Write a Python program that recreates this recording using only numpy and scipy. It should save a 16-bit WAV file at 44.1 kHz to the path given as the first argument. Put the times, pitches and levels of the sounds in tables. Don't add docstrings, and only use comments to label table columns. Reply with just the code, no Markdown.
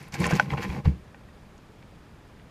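import sys
import numpy as np
from scipy import signal
from scipy.io import wavfile

SR = 44100
rng = np.random.default_rng(int(sys.argv[2]) if len(sys.argv) > 2 else 0)


def wav_out(sig):
    wavfile.write(sys.argv[1], SR, np.round(np.clip(np.atleast_2d(sig).T, -1, 1) * 32767).astype(np.int16))


N = 110250

# (time [s], push level [dB], contact length [ms], extra push on the lowest mode [dB])
PAW_LANDINGS = [(0.201, -25, 3.3, -17), (0.213, -29.5, 4.7, -25), (0.253, -29, 1.34, -21),
                (0.325, -18.5, 2.5, -21), (0.356, -22, 5.2, -11), (0.518, -27, 3, 5),
                (0.594, -30.5, 1.8, -23), (0.685, -23, 10.7, 7.5), (0.798, -43, 2.4, -23),
                (0.8554, -7, 7.1, -12), (0.869, -7, 5.96, 1.5)]
# (time [s], peak level [dB], shell pitch [Hz], longest clatter [ms], wall brightness [dB per octave])
SHELL_KNOCKS = [(.124, -41, 2380, 3.0, 3), (0.141, -28.5, 2240, 2.8, 13), (0.153, -31, 1650, 7.1, -8),
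                (.206, -31, 2270, 2.3, -2), (.216, -23, 930, 5.6, -6), (.242, -14, 1810, 2.76, 6.5),
                (0.256, -22, 1020, 4.2, 2), (0.3086, -17.5, 748, 2.5, -6), (.315, -24.5, 1500, 2.85, -7),
                (.323, -20, 1630, 5.3, 1.5), (0.333, -22, 1630, 2.5, 2), (.354, -32, 2360, 3.9, 0),
                (0.397, -3, 1520, 3.98, 1.3), (.504, -23, 2080, 2, 1.5), (.522, -29, 980, 5.5, 1),
                (0.535, -24.5, 1310, 2.73, -0.2), (.547, -33, 840, 3.8, -3), (0.576, -46, 1740, 4.4, 7),
                (0.579, -22.5, 830, 3.35, -2), (.604, -41, 2330, 2.5, 12), (.629, -30, 1776, 2, 7),
                (0.64, -27, 1850, 5.6, -14), (.701, -29.5, 2420, 4.0, 5), (.748, -34, 850, 3.4, -1),
                (.764, -27, 810, 2.9, -5.5), (.856, -25, 1120, 6.3, -6), (0.865, -38, 1020, 3.8, -1),
                (1.145, -38, 1850, 3.8, -2.5), (1.209, -46, 1000, 2.6, -3), (1.286, -48, 1870, 2, 1.5),
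                (1.826, -44.5, 2290, 2.5, 1.5), (2.397, -45, 1960, 3.0, 2)]
# (time [s], board shaking [dB], dull rattle [dB], bright rattle [dB], treble rustle [dB])
SCRAMBLE_LEVELS = [(0, -45.5, -57, -54.5, -54.5), (.09, -50.5, -61, -57.5, -64),
                   (0.113, -53.5, -73, -75, -84), (0.124, -50, -52, -52, -54),
                   (.146, -37.5, -37.5, -35.5, -40.5), (0.174, -41, -52, -49, -57),
                   (0.206, -27, -41.5, -42, -42), (.26, -24, -34, -34, -41.5),
                   (.287, -28.5, -40, -41.5, -50.5), (.312, -38, -44, -32, -38),
                   (0.333, -23.5, -38, -40, -50), (0.362, -23, -35.5, -36, -37),
                   (0.386, -36, -38, -39.5, -51), (.42, -34, -43.5, -47, -49), (.484, -37, -51, -54.5, -63),
                   (.51, -37, -51, -43, -51), (0.541, -28, -31, -47, -55),
                   (0.564, -40.5, -48.5, -55.5, -59.5), (0.584, -32, -47, -34, -51.5),
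                   (0.598, -32.5, -45.5, -49, -56), (0.634, -35.5, -38.5, -36.5, -42),
                   (.66, -34.5, -46.5, -44.5, -56), (.696, -33.5, -48, -49, -52.5),
                   (.77, -33, -40.5, -49, -54.5), (0.799, -34, -47.5, -55, -60.5),
                   (0.831, -58.5, -81, -70, -78), (0.85, -32, -50.5, -50, -55),
                   (0.86, -30, -39, -44.5, -57), (.89, -32, -53, -53.5, -58), (.95, -42, -75, -69, -71.5),
                   (1.001, -53, -73, -74, -74)]
# (time [s], level before shaping [dB], centre frequency [Hz], decay length [ms])
CLAW_SCRATCHES = [(.025, -54, 9400, 8.7), (.082, -54.5, 10500, 6), (.138, -41.5, 6500, 13.5),
                  (.201, -41, 8400, 5.8), (.238, -39.5, 5950, 34), (.267, -31, 7900, 3.1),
                  (.31, -38, 5470, 5.3), (.353, -33, 6640, 2.8), (.122, -49, 5000, 8),
                  (.254, -39, 6500, 4.5), (0.298, -46, 8950, 6.7), (0.335, -42, 6100, 7.2),
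                  (.366, -49, 8100, 7.2), (.503, -45, 3870, 3.7), (.536, -52, 6000, 5),
                  (.397, -35.5, 4930, 7.4), (.515, -56, 8050, 8), (.62, -52, 5470, 30),
                  (0.852, -46.5, 3840, 10), (1.579, -61, 5400, 5.5), (1.824, -60, 4280, 5.7)]
# (frequency [Hz], level [dB], decay by 60 dB [s])
BOARD_MODES = [(69.7, -5.5, 0.2), (138.4, 0, 0.096), (189, 0, 0.088), (348.6, -2.5, 0.075),
               (376.6, -4, 0.059), (475, 4.5, 0.053), (626, -39, 0.055), (106, -13, 0.087)]
# (frequency [Hz], level [dB], decay by 60 dB [s])
WALL_MODES = [(524, -10.5, .03), (607, -15.5, 0.069), (814.5, -4.5, 0.032), (1041, -4.5, .035),
              (1520, -2.5, 0.0083), (1850, -6, 0.018), (2017, -6.5, 0.016), (2272, -3.5, 0.014),
              (2692, -2, 0.0067), (3340, -14.5, 0.013), (3780, -26, 0.016), (4650, -19, 0.0071)]
# (frequency [Hz], level [dB])
RUSTLE_SPECTRUM = [(1500, -9.5), (2500, 12.5), (3600, -8), (4800, 9), (6000, 0.5), (7500, -13.5),
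                   (10500, -8), (14500, -8.5), (15500, -36)]
# (frequency [Hz], level [dB per Hz])
AIR_SPECTRUM = [(12, -33), (20, -2.5), (64, 0), (157, -2.5), (190, -4), (231, -9.5), (371, -10),
                (451, -14.5), (580, -13.5), (1920, -22), (13800, -45.5), (15500, -53)]

SHELL_T60_S, SHELL_RISE_T60_S, KNOCK_CUT_HZ = 0.025, 0.0047, 7000
WALL_SHARE_DB = -1
SHELL_FOLLOWS = 0.11
RATTLE_PER_S, RATTLE_SPREAD_DB, SHAKE_PER_S = 1500, 3.5, 450
SCRATCH_PER_S, SCRATCH_WIDTH_OCT = 3700, 0.6
SCRATCH_RISE = 0.17
AIR_DB = -50
CUTOFF_HZ = 15850


def footfalls():
    push, deep = np.zeros(N), np.zeros(N)
    for time_s, db, contact_ms, deep_db in PAW_LANDINGS:
        pulse = np.hanning(int(contact_ms * SR / 1000))
        pulse = pulse / pulse.sum()
        start = int(time_s * SR)
        push[start:][:len(pulse)] += from_db(db) * pulse
        deep[start:][:len(pulse)] += from_db(db + deep_db) * pulse
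    return body(deep, BOARD_MODES[:1]) - body(push, BOARD_MODES[1:])


def knocks():
    out, span = np.zeros(N), 3000
    chance = rng.random((len(SHELL_KNOCKS), 12 + len(WALL_MODES)))
    wall_filter = signal.butter(2, [420, KNOCK_CUT_HZ], "band", fs=SR, output="sos")
    for (time_s, db, hz, clatter_ms, tilt_db), draw in zip(SHELL_KNOCKS, chance):
        touches = np.zeros(span)
        lag = np.sort(draw[:6]) - draw[:6].min()
        touch_db = -16 * lag - 3.7 * draw[6:12] * (lag > 0)
        touches[(lag * clatter_ms * SR / 1000).astype(int)] = from_db(touch_db)

        modes = [(f, level + tilt_db * np.log2(f / 1400) - 4 * d, t60)
                 for (f, level, t60), d in zip(WALL_MODES, draw[12:])]
        walls = rms_one(signal.sosfilt(wall_filter, body(touches, modes)))

        first_touch = touches * (np.arange(span) == 0)
        shell = ring(ring(first_touch, hz, SHELL_T60_S), hz, SHELL_RISE_T60_S)
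        wall_db = WALL_SHARE_DB - SHELL_FOLLOWS * (db + 16)
        sound = rms_one(shell) + from_db(wall_db) * walls
        out[int(time_s * SR):][:span] += from_db(db) * sound / np.abs(sound).max()
    return out


def scramble():
    times_s, *columns = np.transpose(SCRAMBLE_LEVELS)
    clock = np.arange(N) / SR
    shake, dull, bright, rustle = (
        from_db(np.interp(clock, times_s, c, right=-120)) for c in columns)
    pushes = band(grains(SHAKE_PER_S, 1.73), 108, 293)
    shaking = rms_one(body(pushes, BOARD_MODES))

    ticks = grains(RATTLE_PER_S, RATTLE_SPREAD_DB) * from_db(0.5 * drift(59))
    dull_level = dull * from_db(1.9 * drift(67))
    bright_level = bright * from_db(1.9 * drift(62))
    rattle = 0
    for level, modes in ((dull_level, WALL_MODES[:4]), (bright_level, WALL_MODES[4:])):
        rattle = rattle + body(ticks * level, modes) / np.std(body(ticks, modes))

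    grainy_noise = rms_one(ticks) + 2.14 * rng.standard_normal(N)
    rustling = coloured([grainy_noise], RUSTLE_SPECTRUM, patchy_db=0.5)
    return shake * shaking + rattle + rustle * rustling


def scratches():
    out, span = np.zeros(N), 2048
    t_ms = np.arange(span) / SR * 1000
    spread = 2 ** (SCRATCH_WIDTH_OCT / 2)
    for time_s, db, hz, length_ms in CLAW_SCRATCHES:
        rise = np.minimum(t_ms / (SCRATCH_RISE * length_ms), 1)
        shape = rise * np.exp(-(t_ms / length_ms) ** 2)
        clicks = grains(SCRATCH_PER_S, 3.9, size=span)
        rasp = rms_one(band(clicks, hz / spread, hz * spread))
        out[int(time_s * SR):][:span] += from_db(db) * shape * rasp
    return out


def air():
    return from_db(AIR_DB) * coloured(rng.standard_normal((2, N)), AIR_SPECTRUM, patchy_db=0.65)


def from_db(db):
    return 10 ** (np.asarray(db) / 20)


def rms_one(x):
    return x / np.sqrt(np.mean(x ** 2) + 1e-20)


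def band(x, low_hz, high_hz):
    sos = signal.butter(2, [low_hz, min(high_hz, .45 * SR)], "band", fs=SR, output="sos")
    return signal.sosfilt(sos, x)


def drift(rate_hz):
    step = 40
    r = np.exp(-2 * np.pi * rate_hz * step / SR)
    noise = rng.standard_normal(N // step + 2002)
    slow = signal.lfilter([1], [1, -2 * r, r * r], noise)[2000:]
    return np.interp(np.arange(N) / step, np.arange(len(slow)), rms_one(slow))


def ring(clicks, hz, t60):
    r, w = from_db(-60 / (t60 * SR)), 2 * np.pi * hz / SR
    return signal.lfilter([0, np.sin(w)], [1, -2 * r * np.cos(w), r * r], clicks + 1e-18)


def body(clicks, modes):
    return sum((-1) ** k * from_db(db) * ring(clicks, hz, t60)
               for k, (hz, db, t60) in enumerate(modes))


def grains(per_s, spread_db, size=N):
    sizes_db = spread_db * np.minimum(rng.exponential(1, size), 4)
    sizes = from_db(sizes_db) * rng.choice([-1, 1], size)
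    return sizes * (rng.random(size) < per_s / SR) + 1e-9


def coloured(sources, spectrum, patchy_db):
    out, edges, points = 0, 20 * 2 ** np.arange(0, 10, .5), np.array(spectrum)
    for k, (low, high) in enumerate(zip(edges, edges[1:])):
        log_centre = np.log(low * high) / 2
        db = np.interp(log_centre, np.log(points[:, 0]), points[:, 1], left=-80)
        gain = from_db(db + patchy_db * drift(26))
        out = out + (-1) ** k * gain * band(sources[k % len(sources)], low, high)
    return rms_one(out)


def scene():
    return (footfalls() + knocks() + scramble() + scratches() + air())[None]


def record(dry):
    return signal.sosfilt(signal.cheby2(12, 60, CUTOFF_HZ, fs=SR, output="sos"), dry)


dry = scene()
out = record(dry)
wav_out(out)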